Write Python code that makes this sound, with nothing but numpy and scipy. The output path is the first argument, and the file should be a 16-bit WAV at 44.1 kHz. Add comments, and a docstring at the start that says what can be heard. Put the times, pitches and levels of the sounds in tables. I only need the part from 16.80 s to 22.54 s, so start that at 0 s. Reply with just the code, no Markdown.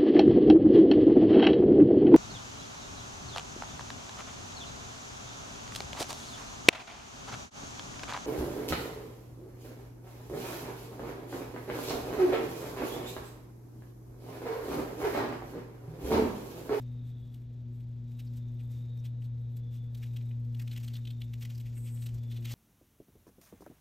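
"""A far engine drones in a quiet wood, slowly sinking in pitch, over a breeze and faint crickets.
From the first moments a hook-and-loop strap is fed through its buckle and tugged round a tree trunk.
Each tug tears a few hooks free in a short rasp; between tugs the webbing rubs on itself.
After three seconds the tugs come faster and louder. Around five seconds the webbing slides through
the buckle with a high swish, then comes a dull thud and a last run of tugs."""
import sys
import numpy as np
from scipy import signal
from scipy.fft import rfft, irfft, next_fast_len
from scipy.io import wavfile

SR = 44100
rng = np.random.default_rng(int(sys.argv[2]) if len(sys.argv) > 2 else 0)


def transcribe(signal):
    """Save signal, clipped to [-1, 1], as a 16-bit WAV file at the path in sys.argv[1]."""
    frames = np.atleast_2d(signal).T
    limited = np.clip(frames, -1, 1)
    pcm = np.round(limited * 32767).astype(np.int16)
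    wavfile.write(sys.argv[1], SR, pcm)


N = 253134
TIME = np.arange(N) / SR


def from_db(db):
    """Turn decibels into a number to multiply a sound by."""
    return 10 ** (np.asarray(db) / 20)


def rms_one(x):
    """Scale a signal so that its average strength (rms) is 1."""
    return x / np.sqrt(np.mean(x ** 2) + 1e-20)


def in_time(rows):
    """Join a table's points with straight lines: one curve for each column after the time."""
    times, *columns = np.transpose(rows)
    return [np.interp(TIME, times, column) for column in columns]


def at_hz(rows, hz):
    """Read a table between its pitches, giving every octave the same room."""
    pitches, values = np.transpose(rows)
    return np.interp(np.log(hz + 1e-3), np.log(pitches), values)


def drift(per_s):
    """A random wobble of size 1 that changes about per_s times a second."""
    points = rng.standard_normal(int(2 * per_s * N / SR) + 3)
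    return rms_one(np.interp(2 * per_s * TIME, np.arange(len(points)), points))


def band(x, low_hz, high_hz):
    """Keep the part of a sound between two pitches."""
    edges = [low_hz, min(high_hz, SR / 2 - 1)]
    return signal.sosfilt(signal.butter(2, edges, "band", fs=SR, output="sos"), x)


def noise(tone, likeness):
    """Stereo noise of strength 1, shaped by a tone table; likeness 1 makes left and right the same."""
    hz = np.arange(N // 2 + 1) * SR / N
    shared, opposite = rfft(rng.standard_normal((2, N))) * from_db(at_hz(tone, hz))
    alike = np.clip(at_hz(likeness, hz), -1, 1)
    spectrum = np.sqrt(1 + alike) * shared + np.sqrt(1 - alike) * opposite * [[1], [-1]]
    return rms_one(irfft(spectrum, N))


# The tone of moving air, strongest in the bass: pitch_hz, relative_db
AIR_TONE = [(18, -14), (35, -1.5), (62, 3.5), (92, -2), (145, -0.5), (192, -9.5), (260, -8), (330, -17),
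            (520, -19.5), (750, -26.5), (1200, -36), (2800, -40), (6000, -47.5), (15000, -72.5)]
# How alike distant sound is on the left and right: pitch_hz, likeness (0 to 1)
AIR_LIKENESS = [(60, 0.94), (200, 0.71), (350, 0.78), (700, 0.18), (1500, 0.95), (4000, 1), (12000, 0.8)]
# How the hiss of the leaves rises and falls: time_s, change_db
LEAF_SWELL = [(0, 3), (.35, 1), (.7, -0.5), (1.2, -0.5), (2.0, 1), (2.7, 0), (3.5, 1), (4.5, -1), (5.1, 0),
              (5.74, 2.5)]


def breeze(air_db=-54, leaves_above_hz=330):
    """Moving air makes a steady low rumble and, above it, a leaf hiss that follows the breeze."""
    swell_db, = in_time(LEAF_SWELL)
    air = from_db(air_db) * noise(AIR_TONE, AIR_LIKENESS)
    rumble = signal.sosfiltfilt(signal.butter(2, leaves_above_hz, fs=SR, output="sos"), air)
    leaves = air - rumble
    return rumble + from_db(swell_db) * leaves


# Single cricket trills: start_s, end_s, pitch_hz, level_db (before boost_db)
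CRICKET_TRILLS = [(-.1, .53, 3690, -79), (0.244, 0.543, 3430, -78.5), (1.272, 1.52, 3780, -80.5),
                  (1.547, 2.058, 3610, -79.5), (1.965, 2.285, 3710, -74.5), (2.295, 2.798, 3770, -84),
                  (2.78, 3.12, 3486, -77), (3.125, 3.55, 3740, -79), (4.1, 4.523, 3640, -74.5),
                  (5.38, 5.6, 3470, -75)]
# The tone of the steady cricket chorus further off: pitch_hz, relative_db
CHORUS_TONE = [(2000, -37), (3000, -13.5), (3450, -1.5), (3750, -3.5), (4200, -8), (6000, -40.5)]


def crickets(half_width_hz=80, fade_s=0.15, throb=0.3, strokes_per_s=52, boost_db=0.9, chorus_db=-83.5):
    """A cricket's wings ring near one pitch and throb with each stroke; distance blurs the note."""
    trills = np.zeros(N)
    for start_s, end_s, pitch_hz, level_db in CRICKET_TRILLS:
        fade = np.clip(np.minimum(TIME - start_s, end_s - TIME) / fade_s + .5, 0, 1)
        strokes = 1 + throb * np.sin(2 * np.pi * strokes_per_s * TIME + drift(6))
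        ring = band(rng.standard_normal(N), pitch_hz - half_width_hz, pitch_hz + half_width_hz)
        trills += from_db(level_db + boost_db) * fade * strokes * rms_one(ring)
    return trills + from_db(chorus_db) * noise(CHORUS_TONE, AIR_LIKENESS)


# The engine's slowly sinking note: time_s, pitch_hz
ENGINE_PITCH = [(0, 121.7), (.55, 120.6), (1.2, 119.7), (2.1, 119.8), (3.0, 119.0), (4.0, 118.4),
                (5.0, 118.1), (5.74, 117.6)]
# How loud that note is: time_s, level_db
ENGINE_LEVEL = [(0, -38.5), (.28, -39), (.5, -44), (.96, -40), (1.39, -40), (1.48, -38), (2.5, -36.5),
                (3.19, -38), (3.35, -35.8), (3.7, -34.5), (3.95, -37), (4.64, -38.5), (4.95, -38),
                (5.2, -36), (5.74, -37.5)]
# Its overtones, at 2, 3 and 4 times the pitch: time_s, octave_db, third_db, fourth_db
ENGINE_OVERTONES = [(0, -52.5, -71, -76), (.5, -59, -74, -84), (1.5, -53.5, -71.5, -86.5),
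                    (2.1, -57, -73, -74), (2.9, -58.5, -79.5, -76), (3.7, -54.5, -79, -76),
                    (4.3, -54, -73, -88), (4.85, -58.5, -73.5, -77), (5.1, -53.5, -71, -77),
                    (5.74, -56.5, -67.5, -73.5)]


def far_engine(blur_per_s=11, waver_db=1.16, waver_per_s=5.0):
    """A nearly pure hum: its octave wavers, and the long way through the air blurs higher overtones."""
    pitch_hz, = in_time(ENGINE_PITCH)
    note_db, = in_time(ENGINE_LEVEL)
    octave_db, third_db, fourth_db = in_time(ENGINE_OVERTONES)
    phase = 2 * np.pi * np.cumsum(pitch_hz) / SR
    octave = from_db(octave_db + waver_db * drift(waver_per_s)) * np.sin(2 * phase)
    hum = np.sqrt(2) * (from_db(note_db) * np.sin(phase) + octave)
    for multiple, level_db in ((3, third_db), (4, fourth_db)):
        sine = drift(blur_per_s) * np.sin(multiple * phase)
        cosine = drift(blur_per_s) * np.cos(multiple * phase)
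        hum += from_db(level_db) * (sine + cosine)
    return hum


def thud(middle_s=5.355, half_length_s=0.05, level_db=-46):
    """A soft, dull bump: deep noise that swells and dies away."""
    swell = np.exp(-((TIME - middle_s) / half_length_s) ** 2)
    return from_db(level_db) * swell * rms_one(band(rng.standard_normal(N), 35, 92))


# How hard the webbing rubs on itself: time_s, level_db
RUB_LEVEL = [(0, -70), (.1, -84), (1.15, -83), (1.45, -73), (1.7, -79.5), (1.96, -75.5), (2.4, -86),
             (3.12, -79.5), (3.22, -69.5), (3.6, -79.5), (3.95, -66), (4.36, -74.5), (4.7, -67),
             (5.0, -73.5), (5.28, -67.5), (5.43, -72.5), (5.63, -69), (5.7, -55)]
# The tone of that rubbing: pitch_hz, relative_db
RUB_TONE = [(700, 2), (1400, -3.5), (2400, 5), (3600, 1.5), (5000, 2), (7000, 1), (8500, -5), (10000, -9.5),
            (11700, -1), (14000, -4.5), (15700, -15)]
# The bright fizz of fibres and hook tips: pitch_hz, relative_db
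FIZZ_TONE = [(4000, -21), (6800, -8), (8200, 0.5), (10000, -5.5), (11500, 2), (13200, -1), (15700, -6.5)]
# How alike the strap sounds on the left and right: pitch_hz, likeness (0 to 1)
STRAP_LIKENESS = [(800, 0.52), (1800, 1), (3500, 1), (6500, 1), (8500, 1), (14000, 1)]


def rubbing(catch_db=2.5, grain_db=1.0, crinkle_db=-7, puff_spread_db=9.0):
    """The weave catches unevenly as it moves, and stray fibres crinkle in brief, bright puffs."""
    level_db, = in_time(RUB_LEVEL)
    catches = rms_one(from_db(catch_db * drift(35) + grain_db * drift(500)))
    puffs = rms_one(from_db(puff_spread_db * np.minimum(drift(45), 2)))
    crinkle = from_db(crinkle_db) * puffs * noise(FIZZ_TONE, STRAP_LIKENESS)
    weave = catches * noise(RUB_TONE, STRAP_LIKENESS)
    return from_db(level_db) * (weave + crinkle)


# The tone of fast-sliding webbing: pitch_hz, relative_db
SWISH_TONE = [(2000, -16), (5500, -23.5), (7000, -8.5), (8200, 4.5), (9000, 1), (10000, -15), (11500, 1),
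              (13000, -9.5), (15500, -14)]


def sliding(start_s=4.96, end_s=5.27, level_db=-61.5, fade_db_per_s=600, flutter_db=1.0):
    """The webbing slides through the buckle in a few even surges, making a high swish."""
    first_surge_s, surge_every_s, surge_db = 4.98, .083, 3
    surge = np.cos(2 * np.pi * (TIME - first_surge_s) / surge_every_s)
    outside_s = np.maximum(np.maximum(start_s - TIME, TIME - end_s), 0)
    swish_db = level_db + surge_db * surge - fade_db_per_s * outside_s
    same_both_sides = [(4000, 1.0), (13000, 1.0)]
    return from_db(swish_db + flutter_db * drift(73)) * noise(SWISH_TONE, same_both_sides)


def stray_tugs(count=64, per_s=4.5, above_rub_db=3.0, length_s=.006, middle_hz=2950):
    """Faint tugs come at random with the rubbing and follow its level; gives rows like those of TUGS."""
    wait, size, pitch = rng.random((count, 3)).T
    times = np.cumsum(2 * wait / per_s)
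    levels = np.interp(times, *np.transpose(RUB_LEVEL)) + above_rub_db * 2 * size
    pitches = middle_hz * 2 ** ((pitch - .5) / 2)
    return [(time_s, length_s, hz, db, db - above_rub_db)
            for time_s, hz, db in zip(times, pitches, levels) if time_s < TIME[-1]]


def hook_snaps(per_s=6000, spread_db=2.5):
    """Single hooks let go at random, each with a tiny click of its own size."""
    sizes = from_db(spread_db * np.minimum(rng.exponential(1, N), 3))
    signs = rng.choice([-1, 1], N)
    lets_go = rng.random(N) < per_s / SR
    return rms_one(sizes * signs * lets_go)


# Tugs that tear hooks free: middle_s, length_s, pitch_hz, ring_db, treble_db
# (the two levels are starting points, which rasps() adjusts for each part of the sound)
TUGS = [(0.288, 0.036, 3200, -78, -78), (0.545, 0.0045, 3380, -63, -69.5), (0.552, 0.057, 3200, -81, -81.5),
        (1.006, .008, 3040, -71.5, -80), (1.4, .012, 3080, -57.5, -63.5), (1.475, .012, 4600, -67, -82),
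        (1.574, 0.016, 3300, -71.5, -67.5), (1.805, 0.018, 2700, -66, -77.5), (1.918, .01, 2830, -80, -69),
        (1.975, 0.06, 3180, -81, -77.5), (2.176, 0.0053, 2600, -75, -73.5), (2.199, .01, 5800, -70, -84),
        (2.257, 0.016, 3080, -59, -65), (2.425, .007, 2720, -63.5, -77), (2.45, 0.016, 3450, -68, -73),
        (2.772, 0.0084, 3350, -85, -62.5), (2.951, 0.041, 3200, -70, -72.5),
        (3.151, 0.0051, 3530, -58, -62.5), (3.178, 0.0088, 3720, -73, -66),
        (3.235, 0.013, 2460, -55.5, -63), (3.266, .018, 3000, -67, -74), (3.369, 0.0076, 3200, -51.5, -61),
        (3.413, 0.004, 2700, -60, -88), (3.514, 0.0052, 2520, -59.5, -85), (3.75, 0.0043, 3100, -56, -66),
        (3.8, 0.0065, 2440, -52, -58.5), (3.821, 0.011, 2250, -61, -61.5), (3.88, .005, 3170, -51.5, -61.5),
        (3.917, 0.0068, 3400, -50.5, -63.5), (3.933, .011, 2980, -57, -62),
        (3.965, 0.0056, 2730, -49.5, -61), (3.978, 0.007, 2640, -51, -57),
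        (4.036, 0.0085, 3200, -60, -63.5), (4.047, .0065, 2970, -58, -60),
        (4.083, 0.0047, 3740, -49, -57.5), (4.112, 0.019, 2420, -67, -78), (4.188, .014, 2100, -69, -81),
        (4.141, .007, 3900, -52.5, -61), (4.156, 0.0055, 3730, -49, -68), (4.168, .007, 3280, -52.5, -61.5),
        (4.255, 0.0043, 3420, -51, -68), (4.276, .0045, 3280, -47, -65), (4.308, 0.006, 3420, -51.5, -64),
        (4.42, .005, 3180, -46.5, -60.5), (4.539, 0.0049, 2850, -51.5, -60.5),
        (4.614, .007, 3020, -65, -62), (4.628, 0.012, 2800, -53, -57.5),
        (4.654, 0.0064, 2600, -51.5, -57.5), (4.704, 0.0079, 3020, -56.5, -62.5),
        (4.754, 0.0072, 5200, -61, -67), (4.782, .005, 5100, -59.5, -61.5), (4.804, .005, 3400, -57.5, -65),
        (4.866, 0.017, 2620, -62, -69.5), (4.975, 0.012, 2400, -62.5, -77), (5.075, 0.027, 2700, -61, -70),
        (5.175, 0.0069, 2460, -63, -77), (5.225, .006, 3360, -57, -60), (5.266, 0.0079, 3270, -53.5, -55.5),
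        (5.292, 0.0061, 3020, -60.5, -67), (5.347, 0.0065, 3160, -84, -62),
        (5.52, 0.015, 3260, -55.5, -63.5), (5.571, 0.013, 3200, -56, -64.5),
        (5.655, .009, 3060, -48.5, -53.5), (5.675, 0.021, 2900, -57, -64),
        (5.703, 0.018, 2690, -53.5, -60.5), (5.72, 0.0091, 3550, -51, -51.5),
        (5.736, 0.011, 3210, -56, -58)]
# The tone of the scratching loops: pitch_hz, relative_db
SCRATCH_TONE = [(700, -7.5), (1400, -3.5), (2500, -1.5), (4500, 1.5), (6300, 1), (7500, -7), (10000, -17.5),
                (15000, -31)]


def rasps(half_width_hz=950, ring_trim_db=-1.5, crunch_db=-16, fizz_boost_db=3.5, grain_db=2.0):
    """A tug frees a crowd of hooks: the tight webbing rings, the loops scratch, the hook tips fizz."""
    early_share, late_share = 0.039, 0.15
    brush_s, brush_db, brush_follows = .022, -56.5, .3
    ringing, scratch_power, fizz_power = np.zeros((3, N))
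    snaps, reach = hook_snaps(), SR // 8
    for middle_s, length_s, pitch_hz, ring_db, treble_db in TUGS + stray_tugs():
        middle = int(middle_s * SR)
        near = slice(max(middle - reach, 0), middle + reach)
        t = TIME[near] - middle_s
        half_lengths = 2 * t / length_s
        # most hooks go together, a few go early and more hang on
        stragglers = np.where(t < 0, early_share, late_share) ** 2 * np.exp(-np.abs(half_lengths) / 3)
        swell = np.sqrt(2 ** -(half_lengths ** 2) + stragglers)
        edges_hz = pitch_hz - half_width_hz, pitch_hz + half_width_hz
        ring = rms_one(band(band(snaps[near], *edges_hz), *edges_hz))
        # slack, low-pitched webbing also crunches underneath
        crunch = rms_one(band(snaps[near], 1330, 2050))
        ring += from_db(crunch_db) * (3000 / pitch_hz) ** 4 * crunch
        ring /= np.sqrt(np.average(ring ** 2, weights=swell ** 2))  # strength 1 during the tug
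        ringing[near] += from_db(ring_db + ring_trim_db) * swell * ring
        # the loops scratch harder when the webbing rings strongly
        scratch_db = treble_db + 0.15 * (ring_db - treble_db)
        scratch_power[near] += (from_db(scratch_db) * swell) ** 2
        fizz_power[near] += (from_db(treble_db + fizz_boost_db) * swell) ** 2
        # the loops brush past each other just before and after the tug
        brush = from_db(brush_db + brush_follows * treble_db)
        fizz_power[near] += brush ** 2 * np.exp(-(t / brush_s) ** 2)
    scratch_grain = rms_one(from_db(grain_db * drift(900)))
    fizz_grain = rms_one(from_db(grain_db * drift(900)))
    scratch = np.sqrt(scratch_power) * scratch_grain * noise(SCRATCH_TONE, STRAP_LIKENESS)
    fizz = np.sqrt(fizz_power) * fizz_grain * noise(FIZZ_TONE, STRAP_LIKENESS)
    return ringing + scratch + fizz


# Echoes from the ground and nearby trunks: delay_s, relative_db
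NEAR_ECHOES = [(.00403, -18.5), (.012, -21.5), (.019, -20)]


def wood_echoes(sound, tail_db=-22, tail_s=0.25):
    """Add a few near echoes and a thin tail of sound scattered by trunks and leaves."""
    mono = sound.mean(axis=0)
    echoes = sum(from_db(db) * np.interp(TIME - delay_s, TIME, mono, left=0)
                 for delay_s, db in NEAR_ECHOES)
    t = TIME[:SR // 2]
    tail = band(rng.standard_normal((2, len(t))), 650, 9000) * from_db(-60 * t / tail_s)
    tail /= np.sqrt(np.sum(tail ** 2) / 2)
    scattered = signal.fftconvolve(sound, tail, axes=1)[:, :N]
    return sound + band(echoes, 540, 5400) + from_db(tail_db) * scattered


def scene():
    """The strap and crickets in the middle; the engine, thud and breeze a little to the left."""
    strap = wood_echoes(rasps() + rubbing() + sliding())
    far = far_engine() + thud() + breeze()
    lean_left = from_db([[.8], [-.8]])
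    return strap + crickets() + far * lean_left


# How far the wave at the left microphone opening runs ahead of the right: pitch_hz, lead_radians
LEFT_LEAD = [(1800, 0), (3200, .5), (4000, .45), (5000, .15), (7300, 0), (8200, -1.2), (10000, -3.14),
             (12000, -4.9), (13400, -6.3), (15500, -7.9)]


def record(dry, cutoff_hz=15600):
    """The two microphone openings fall out of step in the treble, and the very top is cut off."""
    size = next_fast_len(N + SR // 10)
    hz = np.arange(size // 2 + 1) * SR / size
    lead_radians = np.interp(hz, *np.transpose(LEFT_LEAD))
    left = irfft(rfft(dry[0], size) * np.exp(1j * lead_radians), size)[:N]
    top_cut = signal.ellip(10, .1, 80, cutoff_hz, fs=SR, output="sos")
    return signal.sosfilt(top_cut, [left, dry[1]])


dry = scene()
out = record(dry)
transcribe(out)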